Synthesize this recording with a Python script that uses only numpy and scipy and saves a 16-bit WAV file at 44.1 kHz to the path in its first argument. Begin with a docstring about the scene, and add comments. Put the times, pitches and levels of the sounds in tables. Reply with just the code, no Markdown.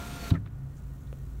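"""First you hear an electric motor whirring under hiss from outside: a car window is closing.
The glass whistles in its guides, thumps into the frame and shuts the hiss out, then squeaks
against the rubber seal as the motor stalls. Inside the parked car the engine idles on
with a low hum, and a few faint clicks and one crisp plastic knock follow."""
import sys
import numpy as np
from scipy import signal
from scipy.fft import rfft, irfft
from scipy.io import wavfile

SR = 44100
rng = np.random.default_rng(int(sys.argv[2]) if len(sys.argv) > 2 else 0)


def file_out(sig):
    """Save sig as 16-bit WAV at sys.argv[1]."""
    # one column per channel
    cols = np.atleast_2d(sig).T
    # limit, then scale
    lim = np.clip(cols, -1, 1)
    pcm = np.round(lim * 32767).astype(np.int16)
    wavfile.write(sys.argv[1], SR, pcm)


N = 61739
T = np.arange(N) / SR
FREQS = np.fft.rfftfreq(N, 1 / SR)


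def amp(db):
    """Turns decibels into a number to multiply by."""
    return 10 ** (np.asarray(db) / 20)


def unit(x):
    """Scales x to an average strength (rms) of 1."""
    return x / np.sqrt(np.mean(x ** 2) + 1e-20)


def curve(table, column=1):
    """Joins the rows of a time table by straight lines."""
    rows = np.transpose(table)
    return np.interp(T, rows[0], rows[column])


def look_up(table, hz, column=1):
    """Reads between the rows of a frequency table, on a log scale."""
    rows = np.transpose(table)
    return np.interp(np.log(hz + 1), np.log(rows[0]), rows[column])


def colour(x, table):
    """Turns each frequency of x up or down by the table, then scales to strength 1."""
    return unit(irfft(rfft(x) * amp(look_up(table, FREQS)), N))


def noise(table):
    """Steady noise, shaped by the table."""
    return colour(rng.standard_normal(N), table)


def drift(rate_hz):
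    """Smooth random wandering of strength 1."""
    return unit(irfft(rfft(rng.standard_normal(N)) / (1 + (FREQS / rate_hz) ** 4), N))


def decay(age, fade_s):
    """Starts at 1 and falls 60 dB in the fade time."""
    return np.exp(-np.log(1000) * np.maximum(age, 0) / fade_s)


def rub(middle, spread_s, db, hz, width_hz, slips_per_s=3300):
    """Tiny slips of friction make a surface ring near one pitch, swelling and fading."""
    slips = rng.standard_normal(N) * (rng.random(N) < slips_per_s / SR)
    spin = np.exp(2j * np.pi * np.cumsum(hz * np.ones(N)) / SR)  # lets the pitch slide
    damping = np.exp(-np.pi * width_hz / SR)
    ring = spin * signal.lfilter([1], [1, -2 * damping, damping ** 2], slips / spin)
    return amp(db) * unit(ring.real) * np.exp(-((T - middle) / spread_s) ** 2 / 2)


# Each entry: multiple of the engine's firing rate, level in dB.
ENGINE_TONES = {1: -56.5, 2: -46, 5: -46, 6: -59.5, 10: -65}
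# A thin whine. Each row: pitch in Hz, level in dB.
THIN_TONES = [(1448, -76), (1857, -81)]
# Rumble and ventilation. Each row: frequency in Hz, relative level in dB.
RUMBLE = [(15, -39), (42, -38), (57, 8.5), (73, 1), (88, 0), (130, -8.5), (200, -13), (270, -16),
          (420, -25), (800, -33), (1200, -33.5), (1430, -34.5), (1650, -37.5), (1870, -40), (2300, -44),
          (5000, -56), (16000, -63.5)]

def cabin(firing_hz=26.92, waver_db=3):
    """The idling engine's hum and a thin whine waver over a low rumble."""
    tones = [(k * firing_hz, db) for k, db in ENGINE_TONES.items()] + THIN_TONES
    hum = 0
    for hz, db in tones:
        level = amp(db + waver_db * drift(rate_hz=7.1))
        hum += level * np.sin(2 * np.pi * (hz * T + rng.random()))
    return np.sqrt(2) * hum + amp(-43) * noise(RUMBLE)


# Faint air hiss. Each row: frequency in Hz, relative level in dB.
AIR_HISS = [(500, -29), (2400, 0), (4100, 1.5), (4900, -2.5), (5800, 1.5), (7800, 3), (8800, -2.5),
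            (9600, 4.5), (10500, -9), (12000, 5.5), (13200, -5), (15500, 3)]
# The hiss slowly grows. Each row: time in seconds, level in dB.
AIR_RISE = [(.4, -72.5), (.7, -70), (.77, -67.5), (1.4, -66)]
# Each row: middle and spread in seconds, level in dB, pitch and band width in Hz.
SOFT_RUSTLES = [(.775, 0.015, -69, 7000, 4000), (1.016, 0.02, -73, 6500, 700)]

def air(flutter_hz=60):
    """Faint, fluttering air hiss with two soft rustles."""
    flutter = 1 + .18 * np.sin(2 * np.pi * (flutter_hz * T + rng.random()))
    flicker = amp(1.97 * drift(rate_hz=440))
    hiss = amp(curve(AIR_RISE)) * flutter * flicker * noise(AIR_HISS)
    return hiss + sum(rub(*row) for row in SOFT_RUSTLES)


# Each row: start in seconds, level in dB, pitch and band width in Hz, fade time in seconds.
GLASS_AND_TRIM_CLICKS = [(0.3052, -33.5, 3900, 448, 0.016), (0.3086, -35, 1460, 2180, 0.039),
                         (0.3384, -49, 2780, 2220, 0.062), (0.4585, -54, 2330, 596, 0.018),
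                         (0.4625, -46.5, 1360, 340, 0.016), (0.4729, -55, 1850, 600, 0.029),
                         (0.667, -63, 449, 146.8, .05), (1.073, -64, 3460, 600, 0.054)]

def click(start, db, centre_hz, width_hz, fade_s):
    """Glass or trim snaps and rattles briefly, leaving a faint echo in the cabin."""
    age = T - start
    rise = np.clip(age / 0.00028, 0, 1)
    echo = amp(-25) * decay(age, fade_s=.12)
    burst = rng.standard_normal(N) * rise * (decay(age, fade_s) + echo)
    burst[round(start * SR)] += amp(13)  # the snap
    low_hz = np.hypot(centre_hz, width_hz / 2) - width_hz / 2
    band = signal.butter(1, [low_hz, low_hz + width_hz], "band", fs=SR, output="sos")
    ring = signal.sosfilt(band, burst)
    softened = signal.lfilter(*signal.butter(4, 4530, "low", fs=SR), ring)
    return amp(db) * np.sqrt(SR / (np.pi * width_hz)) * softened


# Each row: pitch in Hz, relative level in dB, fade time in seconds.
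PLASTIC_TONES = [(330, 0.5, 0.0097), (510, -1, 0.019), (1190, -2.5, 0.0038), (2450, -7, 0.0036),
                 (6200, -15, .002)]

def knock(start=1.1284, level_db=-35.5):
    """A small plastic part snaps and rings very briefly."""
    age = np.maximum(T - start, 0)
    return sum(amp(level_db + db) * decay(age, fade_s) * np.sin(2 * np.pi * hz * age)
               for hz, db, fade_s in PLASTIC_TONES)


# Hiss from outside. Each row: frequency in Hz, relative level in dB.
GAP_HISS = [(30, -17), (110, 15.5), (220, 12.5), (330, 3.5), (500, 2), (1000, -14.5), (1350, 0),
            (1900, -4.5), (2400, -2.5), (3100, -6.5), (3600, -3), (4100, -6.5), (4400, -5.5), (4950, -11),
            (5800, -7.5), (7500, -10), (9000, -13), (10300, -17), (11300, -14), (13500, -13.5),
            (16000, -19)]

def outside(shut_s=.311):
    """Hiss comes through the gap until the glass meets the seal; a last leak is squeezed shut."""
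    gap = .5 - .5 * np.tanh((T - shut_s) / 0.0018)  # 1 is open, 0 is shut
    narrowing_db = 3 * np.exp(-((T - 0.333) / 0.081) ** 2)  # louder as the gap narrows
    swell = amp(narrowing_db + 0.74 * drift(rate_hz=27))
    leak = amp(-13.5) * decay(T - shut_s, fade_s=0.34)
    return amp(-43) * noise(GAP_HISS) * (gap * swell + (1 - gap) * leak)


# Each row: middle and spread in seconds, level in dB, pitch and band width in Hz.
GUIDE_WHISTLES = [(0.12, 0.053, -59.5, 8750, 350), (0.233, 0.038, -55.5, 4410, 130),
                  (0.254, 0.016, -53.5, 2230, 900)]

def guides():
    """The sliding glass whistles briefly in its guides."""
    return sum(rub(*row) for row in GUIDE_WHISTLES)


def seal(middle=.361, fall_hz_per_s=7000):
    """The rubber seal squeaks, its pitch sinking as the glass slows."""
    squeak_hz = 1830 - fall_hz_per_s * np.clip(T - middle, -.1, .1)
    return rub(middle, spread_s=0.011, db=-45.5, hz=squeak_hz, width_hz=470)


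# Each row: time in seconds, shaft turns per second, level in dB.
MOTOR_RUN = [(0, 69.2, -50), (.11, 70.95, -53), (.22, 69.4, -54), (.3, 68.68, -53.5), (.325, 68.7, -54),
             (.355, 66.3, -49.5), (.375, 57.83, -68.5), (.395, 35.44, -79)]
# Each entry: multiple of the shaft speed, relative level in dB.
MOTOR_TONES = {4: -7, 6: -10, 9: -14.5, 10: 0, 13: -10, 17: -12, 19: -12, 20: 0.33}
# How the door muffles gears and brushes. Each row: frequency in Hz, relative level in dB.
THROUGH_DOOR = [(100, -28), (400, -3), (900, 3), (1350, 1.5), (1700, -10.5), (2600, -23), (4400, -19),
                (7000, -19), (16000, -34)]

def motor(slots=10, wobble=0.0013):
    """The slotted rotor whines, gears buzz and brushes hiss, following the shaft as it stalls."""
    shaft_hz = curve(MOTOR_RUN) * (1 + wobble * drift(rate_hz=16))
    angle = 2 * np.pi * np.cumsum(shaft_hz) / SR
    whine = 0
    for k, db in MOTOR_TONES.items():
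        level = amp(db + 2.65 * drift(rate_hz=34))
        whine += np.sqrt(2) * level * np.sin(k * angle + 2 * np.pi * rng.random())
    gears = sum(np.sin(k * angle + 2 * np.pi * rng.random())
                for k in range(3, 70) if k not in MOTOR_TONES)
    brushes = rng.standard_normal(N) * (1 + 0.44 * np.cos(slots * angle))
    muffled = amp(0.5) * colour(gears, THROUGH_DOOR) + amp(-3) * colour(brushes, THROUGH_DOOR)
    return amp(curve(MOTOR_RUN, column=2)) * (whine + muffled)


# The glass hits the frame, then settles. Each row: start in seconds, level in dB.
GLASS_HITS = [(0.3107, -11.5), (0.3417, -29)]
# Door and cabin ringing. Each row: pitch in Hz, relative level in dB, fade time in seconds.
DOOR_TONES = [(58, -35, 0.12), (92.8, 2, 0.13), (105.2, -16, 0.83), (126.8, -26.5, 0.48), (169.6, -8, 0.25),
              (266.1, -10.5, 0.131), (286.9, -11.5, 0.12)]
# The panel's boom. 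Each row: frequency in Hz, relative level in dB, fade time in seconds.
PANEL_BOOM = [(30, -25, .15), (98, 2, 0.63), (194, -13.5, 0.42), (250, -8, 0.27), (405, -14.5, 0.28),
              (796, -30.5, .15), (2000, -52, 0.11)]

def thump(start, db, rise_s=0.011):
    """The glass, cushioned by rubber, makes the door ring low; the panel booms on."""
    age = T - start
    rise = np.sin(np.pi / 2 * np.clip(age / rise_s, 0, 1)) ** 2
    ring = -sum(amp(level) * decay(age, fade_s) * np.sin(2 * np.pi * hz * age)
                for hz, level, fade_s in DOOR_TONES)
    # split noise into bands so that each fades at its own pace
    band_hz, times, bands = signal.stft(noise(PANEL_BOOM), SR, nperseg=1024)
    band_fade_s = look_up(PANEL_BOOM, band_hz, column=2)[:, None]
    boom = signal.istft(bands * decay(times - start, band_fade_s), SR)[1][:N]
    return amp(db) * rise * (ring + amp(-17.5) * boom)


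def scene():
    """Adds the background, the small clicks and the closing window into one channel."""
    background = cabin() + air() + outside()
    clicks = sum(click(*row) for row in GLASS_AND_TRIM_CLICKS) + knock()
    window = guides() + seal() + motor() + sum(thump(*row) for row in GLASS_HITS)
    return (background + clicks + window)[None]


def record(dry, top_hz=15800):
    """Cuts away the very highest treble."""
    low_pass = signal.firwin(511, top_hz, window=("kaiser", 9), fs=SR)
    return signal.oaconvolve(dry, low_pass[None], "same")


dry = scene()
out = record(dry)
file_out(out)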